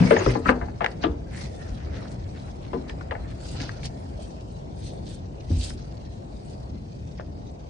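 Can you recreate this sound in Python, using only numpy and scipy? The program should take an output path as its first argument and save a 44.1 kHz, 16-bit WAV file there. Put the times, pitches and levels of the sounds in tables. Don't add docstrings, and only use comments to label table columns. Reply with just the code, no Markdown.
import sys
import numpy as np
from scipy import signal
from scipy.fft import rfft, irfft, next_fast_len
from scipy.io import wavfile
from scipy.ndimage import uniform_filter1d

SR = 44100
rng = np.random.default_rng(int(sys.argv[2]) if len(sys.argv) > 2 else 0)


def log_audio(samples):
    frames = np.atleast_2d(samples).T
    limited = np.clip(frames, -1, 1)
    pcm = np.round(limited * 32767).astype(np.int16)
    wavfile.write(sys.argv[1], SR, pcm)


N = 339129
TIME_S = np.arange(N) / SR
AGE_S = np.arange(SR // 2) / SR
MIC_LAG_S = 23 / SR


def undb(db):
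    return 10 ** (np.asarray(db) / 20)


def db_at(spectrum, hz):
    f, db = np.transpose(spectrum)
    return np.interp(np.log(np.maximum(hz, 1)), np.log(np.maximum(f, 1)), db)


def shape(x, gain):
    size = next_fast_len(x.shape[-1] + 2048)
    return irfft(rfft(x, size) * gain(np.fft.rfftfreq(size, 1 / SR)), size)[..., :x.shape[-1]]


def colour(x, spectrum):
    return shape(x, lambda f: undb(db_at(spectrum, f)))


def resonate(x, hz, q, stages=1):
    for _ in range(stages):
        x = signal.lfilter(*signal.iirpeak(hz, q, fs=SR), x)
    return x


def bell(f, centre_hz, width_oct):
    return 1 / (1 + (np.log2(np.maximum(f, 1) / centre_hz) / width_oct) ** 2)


def unit(x):
    return x / np.sqrt(np.mean(x ** 2))


def blow(x, db):
    return unit(x) * undb(db) * np.sqrt(0.03 * SR / x.shape[-1])


def fade(t60_s):
    return np.exp(-np.log(1000) * AGE_S / t60_s)


def rise(tau_s):
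    return 1 - np.exp(-AGE_S / tau_s)


def add(out, t_s, x):
    i = max(int(t_s * SR), 0)
    out[:, i:i + x.shape[-1]] += x[..., :N - i]


def mic_noise(shared, lag_s=0):
    common, *own = rng.standard_normal((3, len(AGE_S)))
    pair = np.array([common, np.roll(common, round(lag_s * SR))])
    return np.sqrt(shared) * pair + np.sqrt(1 - shared) * np.array(own)


def ring_modes(hz, gains, decays, lag_rad):
    phase = 2 * np.pi * hz[:, None] * AGE_S
    return np.array([gains @ (decays * np.sin(p)) for p in (phase, phase - lag_rad[:, None])])


# f/Hz, level/dB
YARD_SPECTRUM = [(20, -24.5), (35, -7), (55, 3), (90, 0.5), (130, -1.5), (215, -9), (300, -12.5),
                 (450, -17.5), (680, -20.5), (900, -30.5), (1250, -44), (2700, -53.5), (4600, -57),
                 (7500, -50.5), (9700, -63)]
# f/Hz, side re mid/dB
YARD_WIDTH = [(60, -29.5), (110, -16), (190, -6.5), (330, -4), (590, 3), (1040, 9.5), (1830, 8),
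              (3240, 11.5), (5730, -16), (10100, -2.5)]


def yard_rumble(waver_db=2.1, waver_step_s=0.09, pan_db=0.75):
    mid, side = colour(rng.standard_normal((2, N)), YARD_SPECTRUM)
    left_right = np.array([[1], [-1]])
    air = mid + colour(side, YARD_WIDTH) * left_right
    octaves = np.arange(6, 14)
    knots_s = np.arange(0, 8, waver_step_s)
    out = np.zeros((2, N))
    for octave in octaves:
        band = shape(air, lambda f: np.interp(np.log2(f + 1), octaves, octaves == octave))
        waver = np.interp(TIME_S, knots_s, rng.standard_normal(len(knots_s)))
        out += band * undb(waver_db * waver)
    level_db = np.interp(TIME_S, [3.5, 7.69], [-34, -37])
    return unit(out) * undb(level_db + pan_db * left_right)


def spot_note(hz, decay_cycles):
    lag_s = MIC_LAG_S * min(hz / 640, 1)
    cycles = hz * np.maximum([AGE_S, AGE_S - lag_s], 0)
    return np.sin(2 * np.pi * cycles) * cycles ** 2 * np.exp(-cycles / decay_cycles)


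# f/Hz, level/dB, nominal t60/s
DECK_MODES = [(138, -1, 0.3), (152.4, 6, 0.35), (181.7, 9, 0.38), (212, 12, 0.13), (248, 8.5, 0.53),
              (292, 2, 0.37), (328.6, -7, 0.42), (369.6, 5, 0.29), (408.6, -6.5, 0.34), (455, 4, 0.4),
              (516, 9, 0.12), (568, -8, 0.28), (618, 5.5, 0.13), (691, 8.5, 0.18), (752, -1, 0.098),
              (836, 3.5, 0.16), (864, 4.5, 0.17), (991, 7.5, 0.13), (1183, 2, 0.26)]
# t/s, deck level/dB, deck centre f/Hz, plank re deck/dB, tock level/dB, tock f/Hz,
# tock decay/cycles, clack level/dB, clack f/Hz, crack re clack/dB
HOOFFALLS = [(0.001, -11, 181, -49, -19.5, 193, 2.5, -39.5, 1220, -2),
             (0.058, -34.5, 480, -13.5, -38, 560, 2, -52, 1200, -16),
             (0.1068, -15, 490, -16.5, -17, 607, 1.05, -23.5, 1573, -9.5),
             (0.1214, -17, 404, -33.5, -21, 430, 0.46, -32, 1456, -17),
             (0.166, -24, 366, -10, -28, 870, 1.2, -49, 1400, -22.5),
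             (0.204, -27, 297, -8, -36.5, 740, 2, -32.5, 1070, -15),
             (0.261, -17.5, 377, -57, -24, 380, 2.7, -32, 1140, -15),
             (0.352, -24, 350, -16.5, -29, 827, 2.2, -32.5, 1160, -29),
             (0.458, -24, 285, -16.5, -28.5, 1314, 5.2, -27.5, 1450, -30),
             (0.4871, -17.5, 248, -6.5, -40.5, 725, 1.5, -23.5, 1595, -21),
             (0.492, -19.5, 455, -36, -24, 256, 0.63, -26, 1430, -21),
             (0.613, -33, 600, 0, -43, 776, 2, -38, 1610, -26),
             (0.682, -53.5, 720, -6, -42.5, 830, 1.2, -49.5, 1490, -25),
             (0.807, -29, 540, -2, -29.5, 703, 1.8, -31.5, 1384, -24),
             (0.817, -28, 514, -20, -37, 674, 3.3, -40, 1810, -3),
             (0.8421, -35, 750, -10, -26, 803, 1, -35, 1520, -7),
             (1.038, -22, 366, -10, -25.5, 670, 1.6, -28.5, 1286, -4.5),
             (1.056, -27, 296, -36, -23, 314, 1.18, -60, 1400, -21),
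             (2.732, -26.5, 393, -21, -33.5, 467, 5, -35.5, 1018, -17.5),
             (2.758, -38, 330, -16, -31.5, 258, 1.7, -52, 1100, -13),
             (3.11, -30, 596, 0, -38.5, 554, 1.3, -39.5, 1430, -4.5),
             (3.152, -39, 520, -9, -38, 790, 0.6, -47, 1510, -24),
             (3.602, -38.5, 430, -16, -36, 278, 1.2, -43, 2210, -6),
             (5.502, -29, 245, -53, -32, 270, 0.58, -74, 1160, -40),
             (7.1947, -41.5, 553, -20, -40.5, 567, 0.53, -47.5, 1330, -15)]


def deck_knocks(plank_hz=790, t60_scale=0.8, uneven_db=5, rattle_db=-8, deck_delay_s=0.001663):
    out = np.zeros((2, N))
    hz, mode_db, t60_s = np.transpose(DECK_MODES)
    decays = np.array([fade(t * t60_scale) for t in t60_s])
    lag_rad = 2 * np.pi * hz * MIC_LAG_S * np.minimum(hz / 640, 1)
    rattle_band = lambda f: np.minimum(f / 300, 1) ** 2 / (1 + (f / 1500) ** 4)
    for t_s, db, centre_hz, plank_db, tock_db, tock_hz, tock_cycles, *_ in HOOFFALLS:
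        focus = lambda f: bell(f, centre_hz, 0.37) + undb(plank_db) * bell(f, plank_hz, 0.38)
        uneven, polarity, detune, skew = rng.standard_normal((len(hz), 4)).T
        gains = focus(hz) * undb(mode_db + uneven_db * uneven) * np.sign(polarity + 0.5)
        ring = ring_modes(hz * (1 + 0.007 * detune), gains, decays, lag_rad * (1 + 0.1 * skew))
        rattle = shape(mic_noise(shared=0.73), lambda f: focus(f) * rattle_band(f))
        body = unit(ring) + undb(rattle_db) * unit(rattle * fade(t60_s=0.36))
        tock = blow(spot_note(tock_hz, tock_cycles), tock_db)
        add(out, t_s + deck_delay_s, blow(body * rise(tau_s=0.0025), db) + tock)
    return out


# f/Hz, level/dB
HARD_MODES = [(1004, 5.5), (1184, 3), (1271, 0), (1384, -3.5), (1451, -4.5), (1492, -3), (1662, 4),
              (1760, 1.5), (1873, -2.5), (2040, 3.5), (2208, 1.5), (2614, 1), (2850, 0)]


def clack(db, hz, crack_db, tick_db, tick_cycles, ring_s, crack_t60_s, crack_top_hz):
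    mode_hz, mode_db = np.transpose(HARD_MODES)
    full_blow_db = -35.5
    damped_s = ring_s * undb(0.1 * min(db - full_blow_db, 0))
    decays = np.array([fade(1.58 * damped_s * (1400 / f) ** 0.42) for f in mode_hz])
    uneven, polarity, detune, skew = rng.standard_normal((len(mode_hz), 4)).T
    gains = bell(mode_hz, hz, width_oct=1) ** 2 * undb(mode_db + 3 * uneven) * np.sign(polarity + 0.5)
    lag_rad = 2 * np.pi * mode_hz * MIC_LAG_S + skew
    ring = ring_modes(mode_hz * (1 + 0.0035 * detune), gains, decays, lag_rad)
    snap = resonate(mic_noise(shared=0.55, lag_s=MIC_LAG_S) * fade(t60_s=0.008), 0.875 * hz, q=5.4)
    pitched_ring = resonate(mic_noise(shared=0.83, lag_s=MIC_LAG_S) * fade(1.4 * damped_s), hz, q=24)
    band = signal.butter(3, [650, 3200], "band", fs=SR, output="sos")
    snap, pitched_ring = signal.sosfilt(band, [snap, pitched_ring])
    crack = resonate(mic_noise(shared=0.04) * fade(crack_t60_s), hz=2600, q=1.3, stages=2)
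    crack = signal.sosfilt(signal.butter(4, crack_top_hz, fs=SR, output="sos"), crack)
    body = unit(ring) + undb(-2) * unit(snap) + undb(-5) * unit(pitched_ring)
    tick = undb(tick_db) * unit(spot_note(hz, tick_cycles))
    return blow(unit(body * rise(tau_s=0.0009)) + tick, db) + blow(crack, db + crack_db)


def hoof_clacks():
    out = np.zeros((2, N))
    for t_s, *_, db, hz, crack_db in HOOFFALLS:
        add(out, t_s, clack(db, hz, crack_db, tick_db=-10, tick_cycles=0.45,
                            ring_s=0.085, crack_t60_s=0.075, crack_top_hz=4200))
    return out


# t/s, level/dB, f/Hz
WEIGHT_DROPS = [(0.003, -20.5, 112.8), (0.174, -26, 99), (0.262, -21, 55.3), (0.271, -18.5, 123),
                (0.478, -26, 56.8), (0.622, -27.5, 69), (1.095, -25, 70.6), (5.511, -16, 86.4),
                (5.569, -21.5, 57.8), (6.715, -34, 79)]


def beam_thuds(overtone_ratio=2.1, overtone_db=-13):
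    out = np.zeros((2, N))
    for t_s, db, hz in WEIGHT_DROPS:
        swing = np.sin(2 * np.pi * hz * AGE_S) * fade(t60_s=0.34) * rise(tau_s=0.004)
        burst = rng.standard_normal(len(AGE_S)) * fade(t60_s=0.12)
        overtone = resonate(burst, hz * overtone_ratio, q=1.8, stages=2)
        add(out, t_s, blow(unit(swing) + undb(overtone_db) * unit(overtone), db))
    return out


# peak t/s, half length/s, level/dB, f/Hz, Q
EDGE_CATCHES = [(0.06, 0.01, -48, 5000, 3), (0.114, 0.016, -46.5, 9100, 5),
                (0.192, 0.0078, -36.5, 6620, 15), (0.214, 0.01, -53, 5900, 7.5),
                (0.24, 0.0044, -46, 9200, 5), (0.283, 0.011, -41, 5280, 9.4), (0.311, 0.008, -51, 9250, 13),
                (0.492, 0.0099, -29, 2220, 3.8), (1.064, 0.0068, -42, 3320, 4.2),
                (1.357, 0.027, -46.5, 1850, 1.7), (1.434, 0.03, -50.5, 4700, 1.6),
                (1.55, 0.027, -57, 6600, 0.87), (1.693, 0.02, -56, 5000, 1.7), (1.81, 0.02, -54, 1700, 1.4),
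                (1.953, 0.019, -51, 1560, 1.8), (1.96, 0.019, -53, 3600, 2.5), (2.061, 0.01, -50, 1400, 2),
                (2.119, 0.021, -56, 5350, 0.93), (2.365, 0.016, -54, 1500, 0.8),
                (2.397, 0.025, -59, 3940, 2.4), (2.648, 0.02, -52, 2760, 1.1),
                (3.304, 0.015, -52.5, 2140, 0.62), (3.484, 0.011, -50, 5470, 2.4),
                (3.619, 0.015, -40, 4450, 1.9), (3.855, 0.0055, -40, 4500, 0.69),
                (4.207, 0.016, -41.5, 610, 4.1), (4.871, 0.044, -56.5, 3670, 2.8),
                (5.077, 0.012, -50, 4000, 1.4), (5.138, 0.038, -57.5, 3520, 3.8),
                (5.636, 0.018, -38.5, 3670, 1.7), (5.787, 0.011, -52, 4470, 2),
                (6.514, 0.022, -58, 4520, 0.87), (7.19, 0.0039, -47.5, 1950, 3.6),
                (7.211, 0.004, -51.5, 1550, 2)]


def edge_catches(slips_per_s=1200, scatter_db=3):
    out = np.zeros((2, N))
    for t_s, half_s, db, hz, q in EDGE_CATCHES:
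        start_s = max(t_s - AGE_S[-1] / 2, 0)
        slips = rng.random(len(AGE_S)) < slips_per_s / SR
        force = undb(scatter_db * rng.standard_normal(len(AGE_S)))
        judder = resonate(slips * force * mic_noise(shared=0.44), hz, q, stages=2)
        swell = np.exp(-((AGE_S + start_s - t_s) / half_s) ** 2 / 2)
        add(out, start_s, unit(judder) * undb(db) * swell)
    return out


def stepped_noise(hold_samples):
    return np.repeat(rng.standard_normal(len(AGE_S) // hold_samples + 1), hold_samples)[:len(AGE_S)]


def friction(spectrum, travel, grain_db=2.5, flutter_db=3, ripple_db=4.5):
    grid_hz = np.arange(500, 10000, 220)
    grain = stepped_noise(hold_samples=32)
    flutter = uniform_filter1d(stepped_noise(hold_samples=600), size=200)
    pressure = undb(grain_db * grain + flutter_db * flutter)
    out = 0
    for share in (np.cos(np.pi * travel), np.sin(np.pi * travel)):
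        spot_db = db_at(spectrum, grid_hz) + ripple_db * rng.standard_normal(len(grid_hz))
        slips = rng.standard_normal((2, len(AGE_S))) * pressure
        out += share * unit(colour(slips, [(100, -60), *zip(grid_hz, spot_db)]))
    return out


# t/s, hiss level/dB
LEAN_LEVEL = [(0, -43), (0.53, -53.5), (0.7, -61.5), (0.9, -56), (1.2, -62.5), (1.6, -54.5), (2.1, -55.5),
              (2.65, -59.5), (3.0, -60.5), (3.3, -57), (3.72, -52), (4.15, -58), (5.35, -60), (5.8, -54),
              (6.25, -62), (6.95, -59.5), (7.69, -62.5)]
# t/s, rasp re hiss/dB
LEAN_RASP = [(3.7, 4.5), (4.5, -2.5)]


def leaning_rubs(gap_s=0.14, half_s=0.062, jitter_s=0.01, uneven_db=1.4, sizzle_db=-7.5):
    times_s = np.arange(gap_s / 2, TIME_S[-1], gap_s)
    times_s += jitter_s * rng.standard_normal(len(times_s))
    hiss_db = np.interp(times_s, *np.transpose(LEAN_LEVEL))
    hiss_db += uneven_db * rng.standard_normal(len(times_s))
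    rasp_db = np.interp(times_s, *np.transpose(LEAN_RASP))
    return [(t_s, half_s, db, rasp, sizzle_db) for t_s, db, rasp in zip(times_s, hiss_db, rasp_db)]


# f/Hz, level/dB
RASP_SPECTRUM = [(500, 7), (1100, -1.5), (1800, -0.5), (2500, -5), (3200, -14.5), (5000, -51)]
HISS_SPECTRUM = [(1800, -10.5), (2500, -1.5), (3300, 0.5), (4600, 5.5), (5500, 1), (6500, -1.5),
                 (8000, -47)]
SIZZLE_SPECTRUM = [(5000, -15), (6800, -3.5), (8200, -1), (9700, -4)]
# peak t/s, half length/s, hiss level before trim/dB, rasp re hiss/dB, sizzle re hiss/dB
SCRAPES = [(0.087, 0.062, -45.5, 13.5, -3), (0.177, 0.05, -40.5, 12, -25), (0.287, 0.04, -39, 4, -10),
           (0.49, 0.019, -40, 11.5, -6.5), (1.033, 0.013, -44, 5, -38), (1.401, 0.045, -46, 2.5, 0.5),
           (1.971, 0.046, -54.5, 8, -27), (2.899, 0.014, -51, 10, -11), (3.489, 0.05, -47.5, -16, 0),
           (3.624, 0.046, -41, -4, -24), (3.854, 0.015, -40.5, -5.5, -4), (4.239, 0.023, -50, -20, -2),
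           (4.869, 0.042, -50, -23, 2.5), (5.107, 0.037, -51.5, -10, 1), (5.553, 0.036, -46, -18, -3),
           (5.63, 0.026, -36.5, -26, 1.5), (5.684, 0.032, -44, -7, 2), (6.48, 0.1, -59.5, -2, 0.5)]


def scuffing(trim_db=-1):
    out = np.zeros((2, N))
    for t_s, half_s, db, rasp_db, sizzle_db in [*SCRAPES, *leaning_rubs()]:
        start_s = max(t_s - AGE_S[-1] / 2, 0)
        travel = (AGE_S + start_s - t_s) / (2 * half_s)
        swell = np.exp(-1.5 * travel ** 2)
        for spectrum, band_db in (RASP_SPECTRUM, rasp_db), (HISS_SPECTRUM, 0), (SIZZLE_SPECTRUM, sizzle_db):
            add(out, start_s, friction(spectrum, travel) * undb(db + band_db + trim_db) * swell)
    return out


# t/s, level/dB, f/Hz, relative crack/dB, relative tick/dB, tick decay/cycles
HORN_TAPS = [(0.1302, -39, 1600, -11, 0, 0.84), (0.1646, -37, 2320, -12, 0.5, 0.49),
             (0.1658, -28, 1790, -15, 13, 2), (0.2618, -31, 1287, -19, 8, 1.3),
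             (0.4901, -20.5, 1506, -35, -8, 0.59), (0.808, -41, 1700, -25, 10, 0.3),
             (0.844, -33.5, 1920, -15, 3, 0.58), (0.8445, -35.5, 1560, -3.5, -1, 0.22),
             (0.8619, -26.5, 1760, -12.5, 8, 0.41), (2.896, -50, 2240, 3, -5, 0.26),
             (3.01, -44, 1420, -15, 2, 0.89), (3.109, -40.5, 1840, -21, 10, 1.4),
             (3.123, -39.5, 1140, -26, 10, 0.22), (3.152, -45, 1810, -22, 12, 0.85),
             (3.6931, -39, 1640, -25, 7, 0.56), (3.8322, -53.5, 2140, 4.5, -5, 0.45),
             (5.7050, -49, 1510, -13, 4, 0.22), (7.1975, -44.5, 1340, -24, 10, 0.7)]


def horn_taps():
    out = np.zeros((2, N))
    for t_s, *tap in HORN_TAPS:
        add(out, t_s, clack(*tap, ring_s=0.03, crack_t60_s=0.018, crack_top_hz=8750))
    return out


def reflections(x, wet_db=-21, t60_s=0.33):
    noise = rng.standard_normal((2, len(AGE_S)))
    tail = colour(noise, [(100, -11.5), (400, -2.5), (2000, 0), (6000, -5)])
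    tail = unit(tail * fade(t60_s) * rise(tau_s=0.0016)) / np.sqrt(len(AGE_S))
    return undb(wet_db) * signal.fftconvolve(x, tail, axes=1)[:, :N]


# f/Hz, left re right/dB
HIT_BALANCE = [(60, -1.5), (190, 4.5), (400, 4.5), (720, 7), (1000, 19), (1400, 9), (2000, 1), (3200, -2),
               (9000, 1)]


def hit_pan(f):
    left_share = 1 / (1 + undb(-db_at(HIT_BALANCE, f)) ** 2)
    return np.sqrt(2 * np.array([left_share, 1 - left_share]))


def scene():
    hits = deck_knocks() + hoof_clacks() + horn_taps() + beam_thuds()
    return shape(hits, hit_pan) + reflections(hits) + scuffing() + edge_catches() + yard_rumble()


def record(dry, ceiling=0.9, top_hz=9650):
    rounded = dry / (1 + (dry / ceiling) ** 4) ** 0.25
    return signal.sosfilt(signal.ellip(10, 0.2, 80, top_hz, fs=SR, output="sos"), rounded)


dry = scene()
out = record(dry)
log_audio(out)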